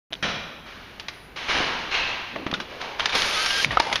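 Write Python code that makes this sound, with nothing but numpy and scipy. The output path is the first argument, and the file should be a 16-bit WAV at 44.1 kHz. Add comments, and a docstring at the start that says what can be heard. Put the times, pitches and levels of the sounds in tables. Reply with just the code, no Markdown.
"""In an echoing workshop, a wooden hand loom works close by while other looms clatter further off.
The weaver takes the cord handle with a few wooden knocks and pushes the beater (the swinging bar)
back. Its reed, a comb of wires, scrapes along the warp (the stretched threads) with a thin squeak.
Then the frame rumbles, the reed rings briefly, and the shafts that lift the threads clack and rattle
their loose heddles (the loops that hold the threads)."""
import sys
import numpy as np
from scipy import signal
from scipy.fft import rfft, irfft
from scipy.io import wavfile
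from scipy.ndimage import uniform_filter1d

SR = 44100
rng = np.random.default_rng(int(sys.argv[2]) if len(sys.argv) > 2 else 0)


def wrap_up_sound(samples):
    """Save the sound to the file named by the first command line argument, as 16-bit audio."""
    columns = np.atleast_2d(samples).T
    # keep every value between -1 and 1, then stretch to whole-number steps
    tamed = np.clip(columns, -1, 1)
    steps = np.round(tamed * 32767).astype(np.int16)
    wavfile.write(sys.argv[1], SR, steps)


N = 176400

# tone of the quiet room: f/Hz, level/dB
AIR_COLOUR = [(25, -3.5), (50, 7.5), (100, -0.5), (250, 0), (600, -7), (2500, -14.5), (5000, -35),
              (14000, -16.5)]
# blows of the far looms, and the hall's echo of the near knocks at 3 s: t/s, level/dB, rise/s,
# t60/s (time to fade by 60 dB), first crack/dB, resonance f/Hz, resonance level/dB, kind of ring
HALL_SOUNDS = [(.225, -28.5, 0.0013, 1.13, 4, 162, -4, "ringing"),
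               (.652, -44.5, 0.0092, 3.5, -15, 1480, -6, "dull"),
               (1.358, -34.5, 0.0038, 5.1, -25, 2600, -8, "dull"),
               (1.474, -23, 0.017, 1.57, 16, 1150, -12, "dull"),
               (1.545, -29, 0.005, 1.67, 0, 260, -5, "dull"), (1.665, -36, 0.0029, 0.79, 8, 990, 4, "dull"),
               (1.905, -28.5, 0.012, 1.4, 13.5, 2230, -1, "clanging"),
               (1.934, -28.5, 0.0044, 1.37, -10, 2740, -1, "clanging"),
               (2.06, -35, 0.0098, 1.01, -17, 851, -1, "clanging"),
               (2.67, -43, 0.029, 3.6, -2, 490, 2.5, "dull"),
               (2.795, -35.5, 0.013, 1.38, -12, 820, 0.5, "dull"),
               (2.98, -31, 0.013, 1.6, -10, 1360, -10, "dull"),
               (3.115, -26.5, 0.0091, 3.07, -9, 487, -12, "dull")]
# tone of their echoes: f/Hz, level/dB
FAR_COLOUR = [(40, 6), (90, 0), (200, -5), (400, -0.5), (1000, 4.5), (2800, 1.5), (4200, -2.5),
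              (6300, -5.5), (10000, -17.5), (15000, -33)]
# pitches of each kind of distant ring: f/Hz, width/Hz, level/dB
FAR_MODES = {"ringing": [(610, 300, -6), (1390, 310, -5), (1790, 170, -9), (2415, 310, -5.5),
             (2900, 130, -9.5), (3253, 150, -6.5), (3490, 70, -13.5), (3890, 140, -9.5), (5330, 130, -12),
             (5870, 240, -11.5), (9300, 1500, -20)], "dull": [(1595, 190, -12.5), (2273, 200, -10),
             (2940, 460, -11), (4110, 140, -21), (9500, 2900, -19)], "clanging": [(1580, 25, -12.5),
             (2580, 62, -6.5), (2766, 72, -6), (4120, 290, -12)]}
# low shudders of the near frame, and a brief ring of the reed (last row):
# t/s, length/s, level/dB, f/Hz, width/Hz
SHUDDERS_AND_RING = [(2.311, 0.15, -38, 240, 440), (2.454, 0.2, -38.5, 230, 240),
                     (3.639, 0.13, -34.5, 135, 107), (3.676, 0.15, -36.5, 49, 16),
                     (3.826, 0.13, -33.5, 875, 220)]
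# how loudly the heddles rattle: t/s, level/dB
RATTLE_LEVEL = [(3.65, -71), (3.72, -31.5), (3.80, -43), (3.86, -33), (3.95, -28.5), (4., -44)]
# tone of the rattle: f/Hz, level/dB
RATTLE_COLOUR = [(100, -3), (400, -0.5), (900, 0), (2000, 5.5), (3700, -4), (6000, -1), (14000, -14)]
# the threads' main squeak, brief lower chirp and higher squeal: t/s, f/Hz, level/dB
SQUEAK = [(3.361, 1477, -38), (3.41, 1562, -35), (3.49, 1588, -31), (3.565, 1614, -30.5),
          (3.615, 1590, -27), (3.646, 1520, -67)]
CHIRP = [(3.358, 1243, -39), (3.378, 1275, -30), (3.46, 1290, -39.5)]
SQUEAL = [(3.44, 5560, -46), (3.47, 5480, -33), (3.50, 5420, -33), (3.53, 4990, -35), (3.58, 5270, -33),
          (3.635, 5350, -46)]
# how hard the reed presses on the threads: t/s, level/dB
SCRAPE_PRESSURE = [(3.115, -74), (3.15, -24.5), (3.25, -26), (3.33, -26), (3.39, -24.5), (3.52, -25.5),
                   (3.635, -22.5), (3.655, -27), (3.70, -101)]
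# tone of the scrape: f/Hz, level/dB
SCRAPE_COLOUR = [(50, 9), (200, -2), (500, 7), (900, 4), (1400, 9.5), (3200, 10), (5500, 9.5), (7500, 10),
                 (11000, 3.5), (15000, 0)]
# pitches at which the reed's wires ring: f/Hz, width/Hz, level/dB
WIRE_MODES = [(2270, 46, -16.5), (3100, 160, -21), (3490, 70, -17), (4440, 97, -17), (8970, 92, -14),
              (9750, 150, -15), (11070, 70, -9)]
# how strongly the wires ring within the scrape: t/s, level/dB
WIRE_LEVEL = [(3.05, -12), (3.3, -2.5), (3.39, 1), (3.71, -10)]
# wooden knocks and clicks close by: t/s, level/dB, brightness/Hz, chatter t60/s,
# ring f/Hz, ring level/dB, ring t60/s
KNOCKS = [(0.1246, -21.5, 900, 0.03, 655, 10, 0.03), (0.1256, -18, 4000, 0.034, 3580, 6, 0.0053),
          (0.131, -9, 6600, .025, 3240, 5, 0.0068), (.139, -11.5, 8000, 0.0017, 3620, 6.5, 0.0067),
          (0.153, -28, 5500, 0.02, 3240, 13, 0.0063), (0.9976, -7, 4900, 0.05, 2780, -14, 0.023),
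          (1.0839, -2, 4560, 0.057, 2670, -14, 0.015), (1.6, 3, 750, .16, 303, -2.5, 0.036),
          (2.3603, -2.5, 1700, 0.055, 664, -1.5, 0.031), (2.4647, -1, 2000, 0.086, 332, 3, 0.019),
          (2.5137, -5.5, 3700, 0.025, 3500, -23, 0.012), (2.528, 0, 745, 0.021, 302, 0, 0.024),
          (2.5385, -1, 4200, 0.06, 3670, -1, 0.014), (2.5423, -6, 4400, 0.081, 1440, 4.5, 0.063),
          (2.601, -3, 4460, 0.091, 1550, -3, 0.031), (2.815, -7.5, 4300, 0.025, 1810, -1.5, 0.015),
          (2.9964, 2.5, 4080, 0.037, 1370, -4, 0.05), (3.0047, -5.5, 4900, 0.023, 3170, 4.5, 0.027),
          (3.0575, 8, 4170, 0.029, 3650, -6.5, 0.025), (3.094, -2, 4660, 0.12, 3660, -3, 0.03),
          (3.152, 8, 6000, 0.15, 480, -11, 0.037), (3.22, 2.5, 6050, 0.026, 3900, -15, .02),
          (3.461, 3.5, 7050, 0.018, 3420, -18, 0.018), (3.505, -3, 4060, 0.056, 2880, 3, 0.03),
          (3.6463, 3.5, 9480, 0.012, 2330, 9, 0.0043), (3.708, 2.5, 1920, 0.4, 1900, -6, 0.02),
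          (3.7708, 7, 1510, 0.025, 785, -0.5, 0.018), (3.7722, 0, 2460, 0.0097, 1280, 13.5, 0.017),
          (3.797, -2, 3530, 0.033, 2404, -2, 0.028), (3.8, 12, 4000, 0.019, 930, 0, 0.033),
          (3.822, -10, 6000, 0.012, 4900, -1, .006), (3.927, 4.5, 6060, 0.047, 2044, -2, 0.029),
          (3.957, 5.5, 5600, 0.024, 3270, -8, 0.033), (3.963, -3.5, 5000, .03, 1820, 0, .025)]
# pitches at which the wooden frame rings: f/Hz, level/dB, t60/s
FRAME_MODES = [(595, -1, 0.027), (850, 9.5, 0.0093), (1210, 11, 0.0087), (1404, -7, 0.16), (1900, 3, 0.035),
               (2550, -13, 0.03), (2940, 7.5, 0.039), (3700, 11.5, 0.024), (4800, -56, 0.037)]
# tone of the microphone, with a deep dip in the treble: f/Hz, level/dB
MIC_COLOUR = [(30, -4.5), (4000, 2), (5200, -1.5), (6300, -4.5), (7200, -15.5), (7900, -32), (8500, -21.5),
              (9100, -11.5), (10800, -14), (12000, -20), (15500, -28)]


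def undb(db):
    """Turn decibels into a number to multiply by."""
    return 10 ** (np.asarray(db) / 20)


def level(x, db):
    """Scale a sound to an average (rms) level."""
    return x * undb(db) / np.sqrt(np.mean(x ** 2))


def unit(x):
    """Scale a sound to a total energy of one."""
    return x / np.sqrt(np.sum(x ** 2))


def noise(n=N):
    """Plain white noise, n samples long."""
    return rng.standard_normal(n)


def fade(t, t60):
    """Die away by 60 dB every t60 seconds."""
    return np.exp(-np.log(1000) * t / t60)


def add(out, start_s, x):
    """Mix a sound in at a given time."""
    i = int(start_s * SR)
    out[i:i + len(x)] += x[:N - i]


def curve(points):
    """A loudness curve through (t/s, level/dB) points, silent outside them."""
    times, db = np.array(points).T
    return undb(np.interp(np.arange(N) / SR, times, db, left=-200, right=-200))


def colour(x, points):
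    """Shape the tone through (f/Hz, level/dB) points."""
    hz, db = np.array(points).T
    n = 2 * N
    log_hz = np.log(np.arange(N + 1) * SR / n + 1)
    gain = undb(np.interp(log_hz, np.log(hz), db))
    cepstrum = irfft(np.log(gain))
    cepstrum[1:N] *= 2  # folded so the filter rings only after a sound, never before
    cepstrum[N + 1:] = 0
    return irfft(rfft(x, n) * np.exp(rfft(cepstrum)))[:len(x)]


def band(x, hz, width):
    """One resonance: keep what lies near a pitch."""
    return signal.lfilter(*signal.iirpeak(hz, hz / width, fs=SR), x)


def steep_band(x, hz, width):
    """The same resonance twice, for steeper sides."""
    return band(band(x, hz, width), hz, width)


def cut(x, hz, keep, order=2):
    """Keep the "low" or the "high" side of a frequency."""
    return signal.sosfilt(signal.butter(order, hz, keep, fs=SR, output="sos"), x)


def wobble(samples):
    """A random drift, slower when smoothed over more samples."""
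    return level(uniform_filter1d(noise(), size=samples), 0)


def clicks(per_s, scatter=0.38):
    """Tiny contacts at random times and of uneven size."""
    return (rng.random(N) < per_s / SR) * np.sign(noise()) * np.exp(scatter * noise())


def hall_decay(x, t60, damping_hz=6900):
    """Let a sound die away octave by octave, the treble sooner."""
    t, out, below = np.arange(N) / SR, 0, 0
    spectrum, f = rfft(x), np.arange(N // 2 + 1) * SR / N
    for hz in 500 * 2 ** np.arange(6):
        lows = irfft(spectrum / (1 + (f / hz / np.sqrt(2)) ** 4))
        out += (lows - below) * fade(t, t60 / np.hypot(1, hz / damping_hz))
        below = lows
    return out


def room_air():
    """The steady low hush of the room."""
    return level(colour(noise(), AIR_COLOUR), db=-44.5)


def far_looms_and_echo():
    """Far looms' blows, and one echo of the near knocks, arrive as a metallic crack and a long wash."""
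    t, out = np.arange(N) / SR, np.zeros(N)
    for start_s, db, rise_s, t60, crack_db, resonance_hz, resonance_db, kind in HALL_SOUNDS:
        grain = np.exp(0.055 * wobble(60))
        echoes = level(colour(noise() * grain, FAR_COLOUR), db=1)
        push = noise() * grain
        ring = sum(level(steep_band(push, hz, width), mode_db) for hz, width, mode_db in FAR_MODES[kind])
        crack = 1 + undb(crack_db) * fade(t, t60=0.054)
        resonance = steep_band(noise(), resonance_hz, width=0.48 * resonance_hz + 150)
        wash = echoes + ring * crack + level(resonance, resonance_db)
        swell = 1 - np.exp(-(t / rise_s) ** 2)
        add(out, start_s, undb(db) * hall_decay(wash, t60) * swell)
    return out


def sizzle(start_s=1.1, length_s=.2):
    """A faint, thin hiss swells and fades."""
    out, n = np.zeros(N), int(length_s * SR)
    hiss = band(noise(n), hz=10500, width=1050) * signal.windows.tukey(n, .5)
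    add(out, start_s, level(hiss, db=-51))
    return out


def shudders_and_ring():
    """Moving parts judder: low shudders of the frame and a brief ring of the reed swell and fade."""
    out = np.zeros(N)
    for start_s, length_s, db, hz, width in SHUDDERS_AND_RING:
        n = int(length_s * SR)
        resonance = steep_band(noise(), hz, width)[-n:]
        add(out, start_s, level(resonance * signal.windows.tukey(n, .5), db))
    return out


def heddles():
    """Loose heddles jostle as the shafts change, each touch a tiny tick."""
    t = np.arange(N // 50) / SR
    touches = clicks(per_s=770, scatter=.55)
    tick = noise(len(t)) * fade(t, t60=0.0091)
    rattle = signal.fftconvolve(touches, tick)[:N]
    return level(colour(rattle, RATTLE_COLOUR), 0) * curve(RATTLE_LEVEL)


def squeak(track, jitter, rough, octave_db):
    """Slipping threads lock into a thin tone, unsteady in pitch (jitter) and strength (rough)."""
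    times, hz, db = np.array(track).T
    pitch = np.interp(np.arange(N) / SR, times, hz) * (1 + jitter * wobble(200))
    phase = 2 * np.pi * np.cumsum(pitch) / SR
    tone = np.sin(phase) + undb(octave_db) * np.sin(2 * phase)
    grip = 1 + rough * wobble(200)
    return level(tone * grip, 0) * curve(np.c_[times, db])


def patches(depth_db=5, patch_s=0.06):
    """A flutter in loudness that makes wires and grit sound in patches."""
    return undb(depth_db * level(cut(noise(), 1 / patch_s, "low"), 0))


def reed_scrape(slips_per_s=6900):
    """Threads catch and slip in the reed and ring its wires; fibres snapping past add grit."""
    slips = level(colour(clicks(slips_per_s), SCRAPE_COLOUR), 0)
    wires = sum(level(band(clicks(slips_per_s) * patches(), hz, width), db)
                for hz, width, db in WIRE_MODES)
    fibres = cut(clicks(per_s=500), 12000, "high", order=1)
    grit = level(fibres * patches(), db=-5)
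    return (slips + wires * curve(WIRE_LEVEL) + grit) * curve(SCRAPE_PRESSURE)


def frame_ring(t, detune=0.0174):
    """The struck wooden frame rings at several pitches, a little different each time."""
    out = np.zeros(len(t))
    for hz, db, t60 in FRAME_MODES:
        pitch = hz * (1 + detune * rng.standard_normal())
        out += undb(db) * rng.choice([-1, 1]) * np.sin(2 * np.pi * pitch * t) * fade(t, t60)
    return out


def knocks(frame_db=-8.5, room_db=-11, chatter_drive=0.38, tick_hz=8500):
    """Each blow chatters briefly, rings the struck part and the frame, and echoes in the room."""
    t, direct, to_room = np.arange(N // 16) / SR, np.zeros(N), np.zeros(N)
    for start_s, db, bright_hz, chatter_t60, ring_hz, ring_db, ring_t60 in KNOCKS:
        chatter = unit(noise(len(t)) * fade(t, chatter_t60))
        crack = cut(chatter, bright_hz, "low")
        crack = unit(cut(crack, .36 * ring_hz, "high"))  # small parts give no bass
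        frame = unit(cut(frame_ring(t), bright_hz, "low"))
        blow = crack + undb(frame_db) * frame
        ring = np.sin(2 * np.pi * ring_hz * t) * fade(t, ring_t60)
        ring += chatter_drive * signal.fftconvolve(chatter, ring)[:len(t)]
        ring = undb(ring_db) * unit(cut(ring, 2 * ring_hz, "low"))
        tick = noise(len(t)) * fade(t, t60=0.0079)  # the crisp first instant of contact
        tick = undb(-10) * unit(cut(tick, tick_hz, "high", order=1)) * bright_hz / tick_hz
        add(direct, start_s, undb(db) * (blow + ring + tick))
        add(to_room, start_s, undb(db) * blow)
    room = unit(hall_decay(noise(), t60=1))
    return direct + undb(room_db) * signal.fftconvolve(to_room, room)[:N]


def scene():
    """The quiet room, the far looms and the near loom, in one channel."""
    air = room_air()
    squeaks = squeak(SQUEAK, jitter=0.005, rough=0.26, octave_db=-5)
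    squeaks += squeak(CHIRP, jitter=0.0054, rough=0.16, octave_db=-10)
    squeaks += squeak(SQUEAL, jitter=.012, rough=1.5, octave_db=-12)
    return (air + far_looms_and_echo() + knocks() + reed_scrape() + squeaks
            + shudders_and_ring() + heddles() + sizzle())[None]


def record(dry, overload=.65, start_s=.105, top_hz=15200):
    """A small microphone, on just after the start, rounds off peaks, dips the treble and hisses."""
    hiss = level(noise(), db=-63.5)
    hiss -= band(hiss, hz=8020, width=2400)
    rounded = overload * np.tanh(dry[0] / overload)
    x = colour(rounded, MIC_COLOUR) + hiss
    x *= np.arange(N) / SR > start_s
    return signal.sosfilt(signal.ellip(8, .2, 70, top_hz, fs=SR, output="sos"), x)[None]


dry = scene()
out = record(dry)
wrap_up_sound(out)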